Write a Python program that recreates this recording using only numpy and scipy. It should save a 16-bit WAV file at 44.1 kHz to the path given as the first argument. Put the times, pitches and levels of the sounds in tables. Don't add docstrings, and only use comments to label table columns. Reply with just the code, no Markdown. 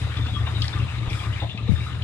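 import sys
import numpy as np
from scipy import signal
from scipy.fft import rfft, irfft, next_fast_len
from scipy.io import wavfile
from scipy.ndimage import uniform_filter1d, map_coordinates

SR = 44100
rng = np.random.default_rng(int(sys.argv[2]) if len(sys.argv) > 2 else 0)


def to_wav(s):
    ch = np.atleast_2d(s).T
    pcm = np.round(np.clip(ch, -1, 1) * 32767)
    wavfile.write(sys.argv[1], SR, pcm.astype(np.int16))


def decibels_to_gain(level_db):
    exponent = np.asarray(level_db, float) / 20
    return 10 ** exponent


N = 89875

# [t/s, level/dB]
LOUD_FIRINGS = [(-0.0177, 4.6), (0.0168, 11.5), (0.0939, 6.4), (0.1175, -2.1), (0.1329, -2.6),
                (0.1669, 11.4), (0.2122, 11.8), (0.2263, 4.3), (0.2902, 2.1), (0.3166, 7.0), (0.3478, 1.8),
                (0.3633, 10.2), (0.4086, 12.8), (0.4222, -1.6), (0.4857, 6.5), (0.5224, 2.3), (0.5592, 8.8),
                (0.5791, 2.2), (0.6045, 10.3), (0.6544, 0.4), (0.707, 1.3), (0.7524, 11.8), (0.7741, 5.4),
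                (0.7964, 15.0), (0.8195, 4.0), (0.8313, 0.7), (0.854, 6.7), (0.8766, -1.2), (0.8948, 1.0),
                (0.9383, 7.6), (0.981, 5.1), (0.9973, 1.7), (1.0154, 4.9), (1.0304, -1.7), (1.1143, 10.7),
                (1.1315, -1.3), (1.171, 7.0), (1.2, 0.7), (1.2299, 4.5), (1.2676, 10.1), (1.2857, 3.9),
                (1.3252, 8.2), (1.3542, -2.4), (1.3837, 2.6), (1.4218, 7.3), (1.4385, -0.5), (1.5143, -0.4),
                (1.5488, -3.0), (1.5841, 0.5), (1.6281, 9.2), (1.7315, 7.6), (1.7814, 7.2), (1.8168, 1.4),
                (1.8576, 2.8), (1.9075, 2.7), (1.9338, 3.3), (1.9814, 6.6), (2.0168, 4.8)]
CYCLE_STARTS = [-.18, .017, .212, .409, .605, .796, .96, 1.114, 1.268, 1.422, 1.59, 1.765, 1.945, 2.13]
CYLINDER_LEVELS = [-14, 0, -2, -14, -1, 1, -14, -2]
# [f/Hz, width/Hz, level/dB]
PIPE_RESONANCES = [(82.7, 7.1, 0), (113.8, 14, 1.7), (188, 14, -8), (255, 25, -7), (306, 20, -3)]
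# [t/s, peak level/dB, f/Hz]
EXHAUST_BURBLES = [(.10, -47, 263), (.19, -29, 278), (.265, -36, 235), (.33, -40, 208.5),
                   (.405, -42.5, 309), (.53, -38, 383), (.60, -36.5, 275.5), (.675, -39, 254.5),
                   (.745, -37, 347), (.815, -37.5, 386), (.95, -49.5, 284.7), (1.013, -40, 301),
                   (1.11, -32, 343.4), (1.276, -42, 306), (1.545, -32.5, 210), (1.607, -35, 235),
                   (1.678, -34, 468), (1.934, -43, 231), (1.075, -22, 55), (1.29, -33, 50), (1.39, -33, 52)]

# [t/s, level/dB]
CLATTER_LEVEL = [(0, -36.5), (.45, -42.5), (.63, -39), (1.0, -40.5), (1.27, -41), (1.58, -41.5),
                 (1.7, -43.5), (1.87, -43), (2.04, -45.5)]
# [t/s, level/dB]
GRIT_LEVEL = [(0, -50), (.14, -54.5), (.55, -56), (.63, -47), (.72, -53.5), (.92, -57), (1.08, -58),
              (1.13, -49), (1.28, -53), (1.54, -60.5), (1.66, -65.5), (1.72, -52.5), (2.04, -60.5)]
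# [f/Hz, level per Hz/dB]
ROAR_COLOUR = [(15, -36), (28, -8), (45, -20), (100, -2.5), (150, -5), (210, -20), (400, -22.5),
               (800, -33.5), (1400, -39), (2200, -120)]
# [f/Hz, level per Hz/dB]
CLATTER_COLOUR = [(240, -19.5), (450, -7), (740, -7), (1220, -2), (1500, -4), (2400, -5), (3200, -9),
                  (3800, -5.5), (5200, -31.5), (7000, -23), (11000, -120)]
# [f/Hz, level per Hz/dB]
HISS_COLOUR = [(3000, -47), (4800, 9), (6100, -1), (7600, 3), (9500, -1), (11500, -9.5), (13500, -14),
               (15700, -45)]
# [f/Hz, likeness 0..1]
LEFT_RIGHT_LIKENESS = [(30, 0.25), (90, 0.95), (400, 0.61), (1500, 0.52), (3000, 0.4), (5000, 0.14),
                       (9000, 0.097)]
# [t/s, share 0..1]
GROUND_ECHO = [(.85, 0), (1.02, .6), (1.15, 0), (1.42, 0), (1.48, .85), (1.69, .9), (1.72, 0)]

# [t/s, peak level/dB, f/Hz]
LOW_RUBS = [(0.163, -32, 1192), (0.2379, -43, 1235), (0.3601, -29, 1166), (0.4349, -38, 1210),
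            (0.4818, -42.5, 1195), (0.6125, -32.5, 1227), (0.7562, -28.5, 1205), (0.843, -41.5, 1229),
            (0.9383, -34.5, 1243), (1.0296, -39, 1228), (1.1707, -35.5, 1253), (1.261, -34, 1208),
            (1.5838, -38.5, 1213), (1.68, -41.5, 1214), (1.78, -40, 1190), (1.86, -39.5, 1282),
            (1.895, -38.5, 1235)]
MID_RUBS = [(0.268, -34.5, 2753), (0.46, -29, 2807), (0.56, -36, 2860), (0.618, -32, 2938),
            (0.7285, -45, 2780), (0.7968, -30, 2737), (0.8825, -30, 2680), (0.9497, -38, 2112),
            (1.0266, -39, 2170), (1.0974, -31.5, 2400), (1.1294, -30.5, 2265), (1.1982, -33.5, 2309),
            (1.3242, -32.5, 3010), (1.3573, -35.5, 2460), (1.3967, -34.5, 2747), (1.4936, -32.5, 2833),
            (1.5748, -30, 2594), (1.6841, -40, 2240), (1.7659, -36.5, 2710), (1.8018, -33.5, 2297),
            (1.8332, -39, 2757), (1.928, -35, 2960), (2.0188, -32.5, 2880)]
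HIGH_RUBS = [(0.1695, -31.5, 3515), (.40, -41.5, 3500), (0.4614, -34, 3670), (0.5482, -31, 3770),
             (0.619, -34, 3377), (0.7257, -35.5, 3585), (0.9837, -47, 3700), (1.0934, -36.5, 3400),
             (1.1907, -37.5, 3323), (1.3992, -29, 3628), (1.4955, -34, 3530), (1.6711, -36.5, 3810),
             (1.7594, -35, 3610), (1.941, -50, 3600), (2.0213, -50, 3510)]
# [t/s, peak level/dB, f/Hz]
PANEL_RATTLES = [(0.022, -36, 684), (0.067, -35, 623), (0.143, -44, 608), (0.284, -32.5, 777),
                 (0.413, -29, 771), (0.468, -28, 883), (0.721, -47, 1036), (0.858, -34, 960),
                 (1.056, -33, 883), (1.42, -24.5, 707), (1.54, -32, 603), (1.715, -36, 575)]
PANEL_BUZZES = [(0.1077, -34.5, 1817), (0.161, -34, 1710), (0.2519, -30, 1385), (0.386, -32, 1900),
                (0.4676, -27.5, 1329), (0.6387, -28.5, 1987), (0.7346, -28.5, 1570), (0.9512, -44.5, 1286),
                (1.1482, -36, 1393), (1.2636, -29.5, 1508), (1.414, -38, 1914), (1.754, -34.5, 1478),
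                (1.8602, -32, 1319), (1.9023, -35.5, 1404)]
# [t/s, length/s, level/dB, start f/Hz, end f/Hz]
BELT_SLIPS = [
    (.17, .17, -40, 3650, 3400),
    (.325, .068, -34, 3400, 3260),
    (.275, .044, -41, 3600, 3750),
    (1.772, .13, -43, 3700, 4000),
    (.447, .014, -60, 15400, 15400),
]
# [t/s, peak level/dB]
GEARBOX_BLOWS = [
    (1.4185, -26),
    (1.428, -23.5),
    (1.437, -31.5),
    (1.446, -27),
]
# [f/Hz, level/dB, time to die by 60 dB/s]
GEARBOX_RINGING = [(310, -6, .08), (575, -8, .04), (690, -4, .045), (770, -7, .03), (835, -4, .04),
                   (965, -8, .035)]
# [t/s, peak level/dB, f/Hz]
LINKAGE_TICKS = [(.17, -31, 3940), (.264, -34, 4470), (.468, -27, 990), (.6188, -18.5, 3900),
                 (.6407, -26, 4000), (.653, -30, 3800), (.68, -25, 4200), (.787, -35, 4530),
                 (.985, -36, 3500), (1.099, -33, 5000), (1.129, -29, 2900), (1.4945, -32, 3100),
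                 (1.575, -29, 2900), (2.021, -29, 3000)]

# [t/s, peak level/dB, f/Hz]
GUST_PUSHES = [
    (1.6915, -4, 195),
    (1.697, -4, 90),
    (1.7075, -13, 110),
    (1.7174, -6, 165),
    (1.7362, -5, 92),
]
# [f/Hz, level/dB]
LEFT_OVER_RIGHT = [(60, 0), (160, 7), (350, 3), (700, 5), (1400, 4.5), (3200, 9.5), (5000, 9), (7500, 5)]


def unit(x):
    return x / np.sqrt(np.mean(x ** 2) + 1e-20)


def along(points, hz):
    f, v = np.transpose(points)
    return np.interp(np.log(hz + 1), np.log(f + 1), v)


def over_time(points):
    return np.interp(np.arange(N) / SR, *np.transpose(points))


def wobble(rate):
    knots = rng.standard_normal(int(N * rate / SR) + 4)
    return map_coordinates(knots, [np.arange(N) * rate / SR])


def filtered(x, response):
    m = next_fast_len(x.shape[-1] + SR)
    return irfft(rfft(x, m) * response(np.fft.rfftfreq(m, 1 / SR)), m)[..., :x.shape[-1]]


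def peak(f, hz, width):
    return 1j * f * width / (hz * hz - f * f + 1j * f * width)


def blank(seconds):
    return np.zeros(N + SR), np.arange(int(seconds * SR)) / SR


def lay(track, s, sound):
    track[max(round(s * SR), 0):][:len(sound)] += sound


def firings():
    k = np.arange(8 * (len(CYCLE_STARTS) - 1))
    even = np.interp(k / 8, np.arange(len(CYCLE_STARTS)), CYCLE_STARTS)
    return even + .0015 * rng.standard_normal(len(k))


def exhaust(times):
    quiet_db, scatter_db, bark_db = -52, 2, -39.4
    hump_hz, hump_width_hz = 79, 80
    far_delay_s, far_share = .0272, .49
    lead = SR // 4
    pulses = np.zeros(N + 2 * lead)
    scatter = scatter_db * rng.standard_normal(len(times))
    size = decibels_to_gain(quiet_db + np.resize(CYLINDER_LEVELS, len(times)) + scatter)
    np.add.at(pulses, (times * SR).astype(int) + lead, size)
    for s, db in LOUD_FIRINGS:
        pulses[round(s * SR) + lead] += decibels_to_gain(db + bark_db)

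    def pipes(f):
        ringing = sum(decibels_to_gain(db) * peak(f, hz, width) for hz, width, db in PIPE_RESONANCES)
        both_pipes = 1 + far_share * np.exp(-2j * np.pi * f * far_delay_s)
        return -2000 * ringing * peak(f, hump_hz, hump_width_hz) ** 2 * both_pipes

    return filtered(pulses, pipes)[lead:lead + N]


def rush(colour, patchy_db):
    z = signal.stft(rng.standard_normal((2, N)), nperseg=256)[2]
    patches = uniform_filter1d(rng.standard_normal(z.shape[1:]), size=2, axis=0)
    patches = uniform_filter1d(patches, size=10, axis=1)
    pair = signal.istft(z * decibels_to_gain(patchy_db * unit(patches)), nperseg=256)[1][:, :N]

    def spread(hz):
        angle = np.arccos(np.clip(along(LEFT_RIGHT_LIKENESS, hz), -1, 1)) / 2
        return decibels_to_gain(along(colour, hz)) * [np.cos(angle), np.sin(angle)]

    mid, side = filtered(pair, spread)
    return unit(np.array([mid + side, mid - side]))


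def machinery(times):
    puffs = np.zeros(N)
    inside = times[(times > 0) & (times < N / SR)]
    puffs[(inside * SR).astype(int)] = decibels_to_gain(6 * rng.standard_normal(len(inside)))
    fade = np.exp(-np.arange(1500) / (0.036 * SR))
    gate = 1 + 0.14 * np.convolve(puffs, fade)[:N]
    shared = 1.3 * wobble(10.2)
    roar = decibels_to_gain(-39 + 1.2 * wobble(12)) * unit(gate * rush(ROAR_COLOUR, patchy_db=2.5))
    clatter = decibels_to_gain(over_time(CLATTER_LEVEL) + shared) * unit(gate * rush(CLATTER_COLOUR, patchy_db=2.5))
    echo = filtered(clatter, lambda f: peak(f, 1500, 600))
    clatter = clatter - over_time(GROUND_ECHO) * echo
    hiss_db = over_time(GRIT_LEVEL) + .4 * shared + 1.1 * wobble(15)
    hiss = decibels_to_gain(hiss_db) * rush(HISS_COLOUR, patchy_db=1.8)
    return roar + clatter + hiss


def squeaks(rows, rise_s, t60_s, rough, gain_db):
    out, t = blank(.2)
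    for s, db, hz in rows:
        drift = np.cumsum(uniform_filter1d(rng.standard_normal(len(t)), size=24)) * rough * 1.2
        shake = decibels_to_gain(2.86 * map_coordinates(rng.standard_normal(40), [t * 150]))
        swell = np.minimum(t / rise_s, 1) ** 2
        decay = decibels_to_gain(-60 * np.maximum(t - rise_s, 0) / t60_s)
        tone = np.sin(2 * np.pi * hz * t + drift)
        lay(out, s - .6 * rise_s, decibels_to_gain(db + gain_db) * swell * decay * shake * tone)
    return out[:N]


def belt_slips():
    out, _ = blank(0)
    for s, length, db, from_hz, to_hz in BELT_SLIPS:
        n = round(length * SR)
        waver = .06 * uniform_filter1d(rng.standard_normal(SR), size=24)[:n]
        phase = np.cumsum(2 * np.pi * np.linspace(from_hz, to_hz, n) / SR + waver)
        lay(out, s, decibels_to_gain(db) * np.sqrt(np.hanning(n)) * np.sin(phase))
    return out[:N]


def gearbox_clunk():
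    out, t = blank(1 / 3)
    for s, db in GEARBOX_BLOWS:
        ring = np.zeros(len(t))
        for hz, level, t60 in GEARBOX_RINGING:
            ring += decibels_to_gain(level + rng.standard_normal() - 60 * t / t60) * np.sin(2 * np.pi * hz * t)
        lay(out, s, decibels_to_gain(db - 3) * ring * (1 - np.exp(-t / .0008)))
    return out[:N]


def ticks():
    out, t = blank(.1)
    for s, db, hz in LINKAGE_TICKS:
        crack = unit(filtered(rng.standard_normal(len(t)), lambda f: peak(f, hz, 2600) ** 4))
        lay(out, s, decibels_to_gain(db - 60 * t / .022) * crack * (1 - np.exp(-t / .001)))
    return out[:N]


def gust():
    out, t = blank(.25)
    for s, db, hz in GUST_PUSHES:
        push = decibels_to_gain(db - 60 * t * hz / 11) * np.sin(2 * np.pi * hz * t)
        lay(out, s, push * (1 - np.exp(-t / .0014)))
    return out[:N]


def yard(x):
    t = np.arange(SR // 4) / SR
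    scatter = rng.standard_normal((2, len(t))) * decibels_to_gain(-60 * t / .2)
    tail = filtered(scatter, lambda f: 1 / (1 + 1j * f / 5000))
    tail = tail / np.linalg.norm(tail, axis=1, keepdims=True)
    return signal.fftconvolve(x[None], tail, axes=1)[:, :N]


def to_ports(x):
    lead_s, side = .0001, np.array([[1], [-1]])

    def path(f):
        return decibels_to_gain(side * along(LEFT_OVER_RIGHT, f) / 2) * np.exp(1j * np.pi * f * lead_s * side)

    return filtered(x, path)


def scene():
    times = firings()
    low = exhaust(times) + squeaks(EXHAUST_BURBLES, .015, 0.078, 0.042, gain_db=1.5)
    parts = ticks() + belt_slips() + gearbox_clunk()
    parts = parts + squeaks(LOW_RUBS, .02, .13, .04, gain_db=-2)
    parts = parts + squeaks(MID_RUBS, .011, .1, .12, gain_db=-2)
    parts = parts + squeaks(HIGH_RUBS, .012, .2, .09, gain_db=-2)
    parts = parts + squeaks(PANEL_RATTLES, .008, 0.2, .15, gain_db=-7.5)
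    parts = parts + squeaks(PANEL_BUZZES, .01, 0.21, .2, gain_db=-7.5)
    echoes = decibels_to_gain(-11) * yard(parts + .4 * low)
    truck = low + parts + echoes + machinery(times)
    left_only = np.array([[1], [0]])
    return gust() * left_only + to_ports(truck)


def roll_off(x):
    return signal.sosfilt(signal.butter(12, 15720, fs=SR, output="sos"), x)


def record(dry):
    return roll_off(dry)


dry = scene()
out = record(dry)
to_wav(out)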